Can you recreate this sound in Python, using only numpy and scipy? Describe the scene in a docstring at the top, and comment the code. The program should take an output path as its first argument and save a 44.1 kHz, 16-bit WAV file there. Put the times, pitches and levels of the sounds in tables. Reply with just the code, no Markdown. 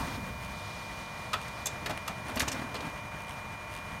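"""A small room with an office printer at work, heard from close by, in mono.
A fan rushes, motors whine and gears hum at whole multiples of one shaft's turning speed.
The feed rollers rumble in two short runs and a sheet of paper hisses through. Plastic levers and a flap
clack, a latch and a spring ring, and the cover and paper tray knock; these blows echo briefly."""
import sys
import numpy as np
from scipy import signal
from scipy.fft import rfft, irfft, next_fast_len
from scipy.io import wavfile
from scipy.ndimage import map_coordinates

SR = 44100
rng = np.random.default_rng(int(sys.argv[2]) if len(sys.argv) > 2 else 0)


def pcm_store(signal):
    """Save signal as 16-bit PCM."""
    levels = np.round(np.clip(np.atleast_2d(signal), -1, 1) * 32767)
    wavfile.write(sys.argv[1], SR, levels.astype(np.int16).T)


N = 176400  # samples: 4 seconds


def amp(db):
    """Turn decibels into a number to multiply a sound by."""
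    return 10 ** (np.asarray(db) / 20)


def unit(x):
    """Scale a sound to an average (rms) level of 1."""
    return x / np.sqrt(np.mean(x ** 2) + 1e-20)


def clock():
    """The time of each sample, in seconds."""
    return np.arange(N) / SR


def level(rows):
    """A volume curve through (time_s, level_db) points."""
    return amp(np.interp(clock(), *np.transpose(rows)))


def wobble(rate):
    """A smooth curve through `rate` random points a second."""
    points = rng.standard_normal(int(N * rate / SR) + 4)
    steps = np.arange(10 * len(points)) / 10
    return np.interp(clock() * rate, steps, map_coordinates(points, [steps]))


def filtered(x, response):
    """Turn each frequency of x up or down by response(hz)."""
    size = next_fast_len(N + SR // 2)
    return irfft(rfft(x, size) * response(np.fft.rfftfreq(size, 1 / SR)), size)[..., :N]


def housing(hz):
    """The hollow housing lifts one band of pitches slightly and weakens two high ones."""
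    # humps and dips: centre_hz, width_hz, added_db
    bands = [(645, 130, 0.5), (7640, 430, -5), (10420, 490, -5.5)]
    return amp(sum(db * np.exp(-((hz - centre) / width) ** 2) for centre, width, db in bands))


def noise(colour):
    """Noise of level 1, shaped by the housing and a colour: how strong it is at each pitch."""
    pitches, db = np.transpose(colour)
    shape = lambda hz: housing(hz) * amp(np.interp(np.log(hz + 1), np.log(pitches), db))
    return unit(filtered(rng.standard_normal(N), shape))


def grainy_noise(colour, rough_db=.5):
    """Noise whose level trembles slightly and very fast."""
    return unit(noise(colour) * amp(rough_db * wobble(350)))


def tone(turns, flutter_db):
    """A pure tone with an unsteady level; `turns` counts its cycles."""
    return unit(np.sin(2 * np.pi * (turns + rng.random())) * amp(flutter_db * wobble(12)))


def add(track, start_s, sound):
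    """Mix a sound into the track at start_s."""
    part = track[round(start_s * SR):][:len(sound)]
    part += sound[:len(part)]


def ringing(hits, modes, rise_s=.0008):
    """A loose part rings roughly at each hit; each mode (a pitch of its own) drops 60 dB in fade_s."""
    out, t = np.zeros(N), np.arange(SR // 5) / SR
    for start_s, db in hits:
        for hz, mode_db, fade_s in modes:
            scatter_db = rng.standard_normal()
            envelope = amp(db + mode_db + scatter_db - 60 * t / fade_s) * (1 - np.exp(-t / rise_s))
            # the wave wanders at random, which blurs its pitch
            blur = .07 * np.sqrt(hz / SR) * np.cumsum(rng.standard_normal(len(t)))
            add(out, start_s, envelope * np.sin(2 * np.pi * (hz * t + blur + rng.random())))
    return out


def room(x, level_db=-11, fade_s=.17, dull_hz=2950):
    """The small room answers with a short, dull echo."""
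    t = np.arange(SR // 2) / SR
    tail = signal.sosfilt(signal.butter(1, dull_hz, fs=SR, output="sos"), rng.standard_normal(len(t)))
    tail = tail * amp(-60 * t / fade_s) * (1 - np.exp(-t / .0026))
    return amp(level_db) * signal.fftconvolve(x, tail / np.linalg.norm(tail))[:N]


def fan(level_db=-43.5, flutter_db=1.5):
    """Air rushes through the housing."""
    # colour of the air: pitch_hz, relative_db
    colour = [(15, -39), (25, -7), (110, 3.5), (413, -11.5), (602, -8.5), (652, -5.5), (870, -10),
              (1030, -8), (1120, -10), (1280, -9.5), (1820, -11), (1970, -4), (2140, -12.5), (2380, -13),
              (2650, -18.5), (3030, -18), (4930, -25.5), (5950, -24), (7580, -27.5), (8680, -26.5),
              (11700, -31), (15700, -40.5)]
    return amp(level_db + flutter_db * wobble(25.16)) * noise(colour)


def motors(drift=.00015):
    """Motors hum and whine thinly at nearly constant speed."""
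    # steady tones of the motors and the fan: pitch_hz, level_db
    tones = [(157, -61), (205, -58.5), (492, -63), (602.3, -58), (2267, -62), (2409, -49), (2953, -64),
             (3171, -72), (6627, -74)]
    run_s = np.cumsum(1 + drift * wobble(7.12)) / SR
    return sum(amp(db) * tone(hz * run_s, flutter_db=.4) for hz, db in tones)


def gears(shaft_hz=32.385, drift=.0003):
    """All the gear tones follow one shaft, so they dip together when a load slows it."""
    # gear tones: cycles_per_shaft_turn, level_db
    tones = [(17, -66), (18, -65), (19, -63), (22, -59), (24, -64), (25, -66), (28, -53), (29, -61),
             (30, -58), (31, -62), (32, -66), (33, -59), (34, -56), (35, -59), (37, -60), (42, -61),
             (43, -66), (44, -63), (50, -65)]
    # loads on the shaft: middle_s, half_length_s, share_of_speed_lost
    loads = [(1.895, 0.0489, 0.0105), (2.39, 0.04, 0.01413)]
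    sag = sum(lost * np.exp(-((clock() - s) / half) ** 2) for s, half, lost in loads)
    turns = np.cumsum(shaft_hz * (1 + drift * wobble(14) - sag)) / SR
    return sum(amp(db) * tone(cycles * turns, flutter_db=.7) for cycles, db in tones)


def rollers(rough_db=3.5):
    """The feed rollers rumble roughly as they run; the frame shudders at the start."""
    # rumble of the rollers: time_s, level_db
    rumble_levels = [(0, -41), (.09, -44), (.19, -46.5), (.26, -72), (.6, -73), (1.8, -51), (1.91, -40.5),
                     (1.95, -47.5), (2.2, -60), (2.3, -42), (2.42, -38), (2.65, -43), (2.71, -45),
                     (2.76, -43), (2.88, -40), (2.95, -59), (4, -73.5)]
    # its colour: pitch_hz, relative_db
    rumble_colour = [(40, -27), (70, 3.5), (180, -7), (265, 4.5), (380, -8.5), (700, -5), (1500, -8),
                     (3000, -18), (6000, -26), (10000, -31), (15000, -38)]
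    # low shudder of the frame: time_s, level_db
    shudder_levels = [(0, -42), (.3, -43), (.58, -49), (.7, -57)]
    # its colour: pitch_hz, relative_db
    shudder_colour = [(25, -25), (43, -2), (52, -6), (63, 9.5), (76, -4.5), (112, 2), (135, -7.5),
                      (210, -0.5), (320, -26), (900, -37)]
    rumble = unit(noise(rumble_colour) * amp(rough_db * wobble(110)))
    return level(rumble_levels) * rumble + level(shudder_levels) * noise(shudder_colour)


def clatter_tail(level_db=-35, fade_s=.36):
    """The tail of a clatter dies away at the start."""
    # colour of the tail: pitch_hz, relative_db
    colour = [(300, -1), (650, -11), (1000, 4.5), (1700, -10), (2600, -17), (6000, -21), (9000, -20),
              (15500, -30)]
    return amp(level_db - 60 * clock() / fade_s) * grainy_noise(colour)


def sheet():
    """The sheet hisses as it slides along."""
    # hiss of sliding: time_s, level_db
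    levels = [(0, -52.5), (.155, -49), (.18, -58.5), (.5, -55.5), (.58, -51), (.95, -53), (1.3, -55.5),
              (1.6, -54), (1.8, -57), (2.9, -62.5)]
    # its colour: pitch_hz, relative_db
    colour = [(800, -55), (2500, -5.5), (3600, 3), (4800, 0), (6500, -5.5), (9000, -9), (15000, -21)]
    return level(levels) * grainy_noise(colour)


def brushing(flicks_per_s=85, flick_fade_s=.008, flick_over_rub_db=5):
    """The paper brushes the guides in short strokes full of tiny flicks."""
    # strokes: middle_s, half_length_s, level_db
    strokes = [(0.073, .012, -48.5), (0.138, 0.014, -55), (0.443, .025, -50.5), (1.423, 0.015, -48),
               (1.978, 0.0042, -43), (2.292, 0.02, -46.5), (2.84, 0.034, -56), (3.216, 0.025, -53),
               (3.307, 0.027, -49), (3.754, 0.031, -48.5)]
    # colour of the rubbing: pitch_hz, relative_db
    colour = [(600, -17), (2000, 4.5), (3000, 3), (5000, -8), (7500, -7.5), (9300, -4.5), (12800, -14),
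              (15500, -22)]
    swells = sum(amp(db) * np.exp(-((clock() - s) / half) ** 2 / 2) for s, half, db in strokes)
    since_flick_s = (flicks_per_s * clock() + .3 * wobble(50)) % 1 / flicks_per_s
    flicks = amp(flick_over_rub_db) * unit(amp(-60 * since_flick_s / flick_fade_s))
    return swells * unit(grainy_noise(colour) * (1 + flicks))


def tray():
    """The paper tray gives hollow knocks while the rollers run."""
    # knocks: start_s, level_db
    hits = [(.072, -32.5), (.176, -29), (2.296, -35), (2.363, -27.5), (2.615, -35), (2.643, -33.5),
            (2.842, -32.5)]
    # ringing: pitch_hz, relative_db, fade_s
    modes = [(205, -10, 0.06), (258, 2, 0.075)]
    return ringing(hits, modes, rise_s=.004)


def cover():
    """The cover answers the heavier blows with a dull knock."""
    # knocks: start_s, level_db
    hits = [(1.342, -34), (1.896, -32), (1.91, -34), (2.097, -34), (2.365, -35)]
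    # ringing: pitch_hz, relative_db, fade_s
    modes = [(620, -4, .05), (745, 0, .05)]
    return ringing(hits, modes)


def flap():
    """A stiff plastic flap clacks."""
    # clacks: start_s, level_db
    hits = [(1.8615, -31), (1.868, -28), (2.405, -28)]
    # ringing: pitch_hz, relative_db, fade_s
    modes = [(1730, -1.5, 0.034), (2100, 0, .02)]
    return ringing(hits, modes)


def spring():
    """A spring, struck twice in quick succession, rings high and thin."""
    # strikes: start_s, level_db
    hits = [(1.6575, -23), (1.667, -22.5)]
    # ringing: pitch_hz, relative_db, fade_s
    modes = [(3546, -13, 0.079), (6340, -4.5, 0.041), (6730, -6, 0.032), (7700, -8, 0.043),
             (7500, -3, 0.024), (11200, -13, 0.045), (13000, -11, .028)]
    return ringing(hits, modes)


def latch():
    """A latch rings briefly at each contact."""
    # contacts: start_s, level_db
    hits = [(1.3325, -25), (1.3398, -21), (2.081, -30.5)]
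    # ringing: pitch_hz, relative_db, fade_s
    modes = [(1275, 2.5, 0.033), (1410, -4, 0.022), (1826, -7, 0.028), (2680, -8, 0.022), (3380, -1, 0.018)]
    return ringing(hits, modes)


def levers(rise_s=.0016):
    """Plastic levers strike and shake at so many pitches at once that each click is a burst of noise."""
    # clicks: start_s, thud_db, clack_db, snap_db, tick_db, crisp_edge_db
    clicks = [(1.3314, -39, -31, -24, -33, -43), (1.3396, -32, -34, -37, -47, -46),
              (1.48, -61, -38.5, -43, -45, -52), (1.658, -36.5, -37, -38, -31, -44),
              (1.6677, -40, -42, -31, -34, -41), (1.8595, -35, -33, -29.5, -36, -41),
              (1.895, -35.5, -33, -38, -42, -44), (1.906, -35.5, -34, -35.5, -42, -50),
              (2.0772, -37.5, -36, -31.5, -34.5, -37.5), (2.357, -31, -41, -44, -36, -36.5),
              (2.3709, -45, -30.5, -27.5, -44, -42), (2.3948, -43, -33, -30, -24.5, -31),
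              (2.403, -39, -24.5, -23, -32, -32), (2.417, -56, -42, -43, -31, -38),
              (2.48, -55, -35, -30, -27, -40), (2.5158, -61, -36, -38, -29.5, -43),
              (2.525, -47, -48, -34.5, -36, -43), (2.7426, -34.5, -32.5, -38, -45, -47),
              (2.751, -33, -44, -33, -46, -57), (2.764, -62, -42, -36.5, -44, -57),
              (2.8043, -42, -51, -37.5, -47, -58)]
    # those five bands, from thud to crisp edge: low_hz, high_hz, fade_s
    bands = [(375, 900, 0.062), (1010, 2600, 0.049), (2340, 4660, 0.04), (4900, 8620, 0.051),
             (8850, 13300, 0.05)]
    out, t = np.zeros(N), np.arange(SR // 5) / SR
    for start_s, *levels in clicks:
        for db, (low_hz, high_hz, fade_s) in zip(levels, bands):
            band = signal.butter(3, [low_hz, high_hz], btype="band", fs=SR, output="sos")
            shake = unit(signal.sosfilt(band, rng.standard_normal(len(t))))
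            envelope = amp(db - 60 * t / fade_s) * (1 - np.exp(-t / rise_s))
            add(out, start_s, shake * envelope)
    return filtered(out, housing)


def scene():
    """The printer sits straight ahead, the same in both ears; only the blows echo."""
    blows = levers() + latch() + spring() + flap() + cover() + tray()
    running = gears() + motors() + fan() + rollers() + clatter_tail() + sheet() + brushing()
    printer = running + blows + room(blows)
    return np.array([printer, printer])


def record(dry, low_hz=25, top_hz=15900):
    """Cut away the deepest bass and the highest treble."""
    return filtered(dry, lambda hz: (hz > low_hz) * (hz < top_hz))


dry = scene()
out = record(dry)
pcm_store(out)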